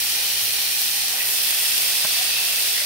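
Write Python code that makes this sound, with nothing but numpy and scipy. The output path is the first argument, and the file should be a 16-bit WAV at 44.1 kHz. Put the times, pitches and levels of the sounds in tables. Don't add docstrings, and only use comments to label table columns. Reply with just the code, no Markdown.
import sys
import numpy as np
from scipy import signal
from scipy.fft import rfft, irfft
from scipy.io import wavfile
from scipy.ndimage import uniform_filter1d

SR = 44100
rng = np.random.default_rng(int(sys.argv[2]) if len(sys.argv) > 2 else 0)


def master_out(mix):
    frames = np.transpose(np.atleast_2d(mix))
    ceiling = np.clip(frames, -1, 1)
    pcm = np.round(ceiling * 32767).astype(np.int16)
    wavfile.write(sys.argv[1], SR, pcm)


def volts_from_db(level):
    exponent = np.asarray(level, float) / 20
    return 10 ** exponent


N = 125685
T = np.arange(N) / SR
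HZ = np.maximum(np.arange(N // 2 + 1) * SR / N, 1)

# time_s [s], level_db [dB], treble_lift_db [dB]
BOIL = [(0, -24, 1.3), (.3, -23.7, 0.1), (.55, -24, 1.2), (.85, -23.5, 3.2), (1.1, -24.6, -1.3),
        (1.2, -24, 1.1), (1.27, -23, 2.5), (1.5, -22.5, 2.5), (1.75, -22, 0), (1.95, -22.5, 0),
        (2.2, -23, -1.8), (2.4, -23.5, -1.8), (2.6, -23, 0.5), (2.85, -24, -2)]
# frequency_hz [Hz], density_db [dB per Hz]
BUBBLE_SPECTRUM = [(300, -24), (1100, -16.5), (1600, -11), (2200, -6.5), (2600, -2), (5500, -0.5),
                   (9000, -2.5), (15700, -2.5)]
# pitch_hz [Hz], width_hz [Hz], left_boost_db [dB], right_boost_db [dB]
GROOVES_ONE_STRIP = [(794, 170, 10, 9), (1880, 230, 3.5, 5), (2423, 89, 6, 5.5), (3100, 240, 6, 1),
                     (4250, 420, 2, 5), (5720, 400, 3, 3), (11500, 700, 3.5, -1)]
# pitch_hz [Hz], width_hz [Hz], left_boost_db [dB], right_boost_db [dB]
GROOVES_TWO_STRIPS = [(740, 300, 5.6, 6.4), (1900, 250, 2.4, 2.9), (2620, 160, 5.3, 1.7),
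                      (3370, 290, 4.1, 1.6), (4500, 660, 0.5, 1.8), (5200, 150, 1.2, 1.7),
                      (8600, 350, 0.2, 1.8), (12200, 900, 1.1, 1)]
# start_s [s], level_over_fizz_db [dB], left_minus_right_db [dB]
SPITS = [(.301, 18, 3), (.437, 16.5, 6), (.451, 17, -8), (0.533, 17, 0.5), (.742, 6, 3), (.818, 19.5, .5),
         (.826, 11, 0), (1.083, 17, 0.5), (1.229, 15, -8), (1.381, 9, 0.5), (1.448, 9, -12),
         (1.507, 17, -7), (1.586, 16, 6), (1.780, 19, -5), (2.070, 15, 3), (2.092, 9, 2), (2.333, 13, .5),
         (2.560, 17, .5)]
# start_s [s], length_s [s], pitch_hz [Hz], width_hz [Hz], level_db [dB]
WHISTLES = [(1.166, 0.1, 2550, 300, -33), (1.167, 0.21, 1900, 300, -37.5), (1.45, 0.43, 8900, 900, -36),
            (2.123, 0.61, 2620, 180, -33), (2.74, .11, 2060, 300, -35), (2.77, .12, 606, 150, -51),
            (1.116, .05, 760, 150, -48), (2.046, 0.12, 4400, 500, -34), (2.25, .12, 4600, 500, -32),
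            (0, 1, 4250, 250, -41), (0, 0.83, 2450, 200, -43)]
# pitch_hz [Hz], level_db [dB], t60_s [s]
KNOCK_MODES = [(180, -3, 0.045), (340, -7, .03), (500, -1, 0.039), (636, 6.5, 0.043), (830, 3, 0.049),
               (1056, 7.5, 0.032), (1330, 3, .035), (1570, 6.5, 0.038), (1850, -5, 0.027)]
# time_s [s], pitch_hz [Hz], level_db [dB]
SLIDE = [
    (2.162, 680, -58),
    (2.171, 670, -43),
    (2.180, 680, -54),
    (2.190, 700, -42.5),
    (2.205, 720, -42),
    (2.221, 770, -39.5),
    (2.230, 740, -47),
    (2.245, 620, -56),
]
# pitch_hz [Hz], level_db [dB]
HUM = [(60, -63), (120, -58), (193, -73), (240, -63.5), (258.4, -66.5)]
# frequency_hz [Hz], density_db [dB per Hz]
FAN_SPECTRUM = [(20, -19), (45, -10), (80, -10), (110, -0.5), (160, -6.5), (280, -6.5), (450, 2), (900, -1)]
# frequency_hz [Hz], gain_db [dB]
LEFT_PORT = [(1000, 0.7), (5900, -0.5), (6500, -2), (7600, -2.5), (10500, -2.5), (12500, -0.3),
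             (14500, -0.8), (15600, -1.5)]
# frequency_hz [Hz], gain_db [dB]
RIGHT_PORT = [(5600, 1.26), (6400, -7), (7900, -8), (8600, 4), (10100, 3), (11000, -3.5), (12200, 0.6),
              (15600, -1.2)]
# frequency_hz [Hz], likeness [0-1]
PORT_LIKENESS = [(40, 0.6), (700, 0.95), (1100, 0.45), (1500, .5), (2300, 0.4), (2900, 0.11), (6000, 0.01),
                 (15000, 0)]

LANDS_S, SETTLE_S = 1.11, 0.23


def sizzle():
    noise = pair()
    contact = ticks() * 0.63 + spits()
    clicks = signal.lfilter([1, -0.6], [1], contact)
    time_s, boil_db, treble_db = np.array(BOIL).T
    covered = strip_down()
    shade_start_s, shade_length_s, shade_hz, shade_db = 1.1, 0.28, 4600, -4.5
    shade = np.sin(np.pi * np.clip((T - shade_start_s) / shade_length_s, 0, 1))
    base = volts_from_db(along(BUBBLE_SPECTRUM))
    one_strip = base * grooves(GROOVES_ONE_STRIP)
    two_strips = base * grooves(GROOVES_TWO_STRIPS)
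    out = 0
    for octave in range(8, 15):
        centre_hz = 2.0 ** octave
        band = np.clip(1 - abs(np.log2(HZ) - octave), 0, 1)
        raw = rfft(bursts() * noise + clicks) * band
        shaded_db = shade_db * shade * np.exp(-np.log2(centre_hz / shade_hz) ** 2)
        lift_db = np.interp(T, time_s, treble_db) / (1 + (8000 / centre_hz) ** 2)
        wobble = volts_from_db(0.098 * walk(7) + 0.34 * walk(14) + shaded_db + lift_db)
        before = (1 - covered) * irfft(raw * one_strip, N)
        after = covered * irfft(raw * two_strips, N)
        out = out + wobble * (before + after)
    out = shaped(out, volts_from_db([along(LEFT_PORT), along(RIGHT_PORT)]))
    power = uniform_filter1d(np.mean(out ** 2, axis=0), size=SR // 4)
    return out / np.sqrt(power) * volts_from_db(np.interp(T, time_s, boil_db) + 3.5)


def grooves(table):
    left_db = sum(left * bell(hz, width) for hz, width, left, _ in table)
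    right_db = sum(right * bell(hz, width) for hz, width, _, right in table)
    return volts_from_db([left_db, right_db])


def bursts():
    bubbles_per_s, scatter_db, burst_s = 9000, 2, 0.00033
    spit_s, spit_tail_db = 0.0008, -16
    starts = rng.random(N) < bubbles_per_s / SR
    size = np.minimum(rng.exponential(size=N), 3.9)
    small = fade(starts * volts_from_db(2 * scatter_db * size), burst_s)
    hiss = fade(spits() ** 2, spit_s) * volts_from_db(2 * spit_tail_db)
    return np.sqrt(small / small.mean() + hiss)


def spits():
    out = np.zeros((2, N))
    for start_s, db, pan_db in SPITS:
        out[:, int(start_s * SR)] = volts_from_db(db + np.array([pan_db, -pan_db]) / 2)
    return out


def ticks():
    ticks_per_s, tick_db, scatter_db, right_pan_db = 220, 6.5, 2.6, 1
    when, size, pan, lag = rng.random((2000, 4))[:int(ticks_per_s * N / SR)].T
    db = tick_db - scatter_db * np.log(0.03 + size)
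    sign = np.sign(lag - 0.3)
    start = when * (N - 40)
    out = np.zeros((2, N))
    np.add.at(out[0], (start + 12).astype(int), sign * volts_from_db(db))
    np.add.at(out[1], (start + lag * 24).astype(int), sign * volts_from_db(db + right_pan_db * (2 * pan - 1)))
    return out


def seethe():
    out = 0
    for start_s, length_s, hz, width_hz, db in WHISTLES:
        swell = np.sin(np.pi * np.clip((T - start_s) / length_s, 0, 1))
        puff = unit(shaped(pair(), bell(hz, width_hz)))
        out = out + volts_from_db(db + 1.4 * walk(30.2)) * swell * puff
    return out


def tongs():
    knock_s, knock_db, push_s, pan_db = 2.045, -37.5, 0.0065, -5.5
    t = np.maximum(T - knock_s, 0)
    ring = sum(volts_from_db(db) * np.sin(2 * np.pi * hz * t) * 1000.0 ** (-t / t60) for hz, db, t60 in KNOCK_MODES)
    push = np.minimum(t / push_s, 1) * volts_from_db(60 * push_s / 0.041)
    knock = volts_from_db(knock_db) * ring * push
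    time_s, hz, db = np.array(SLIDE).T
    phase = 2 * np.pi * np.cumsum(np.interp(T, time_s, hz)) / SR
    tone = np.sin(phase) * (1 + 0.15 * walk(300))
    squeak = tone * volts_from_db(np.interp(T, time_s, db, left=-120, right=-120)) * np.sqrt(2)
    return (knock + squeak) * volts_from_db(np.array([[pan_db], [-pan_db]]) / 2)


def kitchen():
    hum = 0
    for hz, db in HUM:
        level = volts_from_db(db + 0.94 * walk(8.6)) * np.sqrt(2)
        hum = hum + level * np.sin(2 * np.pi * hz * T + 0.16 * walk(5.9))
    hum = hum * volts_from_db(-3 * strip_down())
    fan_colour = volts_from_db(along(FAN_SPECTRUM)) / (1 + (HZ / 800) ** 4)
    fan = unit(shaped(pair(), fan_colour)) * volts_from_db(-51.5 + 1.1 * walk(12))
    return (hum + fan) * volts_from_db([[-0.7], [0.7]])


def strip_down():
    return np.clip((T - LANDS_S) / SETTLE_S, 0, 1)


def pair():
    mid, side = rng.standard_normal((2, N))
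    likeness = np.clip(along(PORT_LIKENESS), 0, 1)
    shared = shaped(mid, np.sqrt((1 + likeness) / 2))
    opposed = shaped(side, np.sqrt((1 - likeness) / 2))
    both = shared + opposed * np.array([[1], [-1]])
    lead_s = 0.00003 * np.array([[0], [1]])
    return shaped(both, np.exp(2j * np.pi * HZ * lead_s))


def walk(rate):
    k = int(SR / rate)
    held = np.repeat(rng.standard_normal(N // k + 1), k)
    return 1.86 * uniform_filter1d(uniform_filter1d(held, k), k)[:N]


def fade(x, tau_s):
    return signal.lfilter([1], [1, -np.exp(-1 / (tau_s * SR))], x)


def bell(hz, width_hz):
    return 1 / (1 + (2 * (HZ - hz) / width_hz) ** 2)


def along(table):
    hz, value = np.array(table, float).T
    return np.interp(np.log(HZ), np.log(hz), value)


def shaped(x, gain):
    return irfft(rfft(x) * gain, N)


def unit(x):
    return x / np.sqrt(np.mean(x ** 2))


def scene():
    return sizzle() + seethe() + tongs() + kitchen()


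def band_limit(x):
    return signal.sosfilt(signal.butter(12, 17080, fs=SR, output="sos"), x)


def record(dry):
    mix = shaped(dry, HZ < 15760)
    return band_limit(mix)


dry = scene()
out = record(dry)
master_out(out)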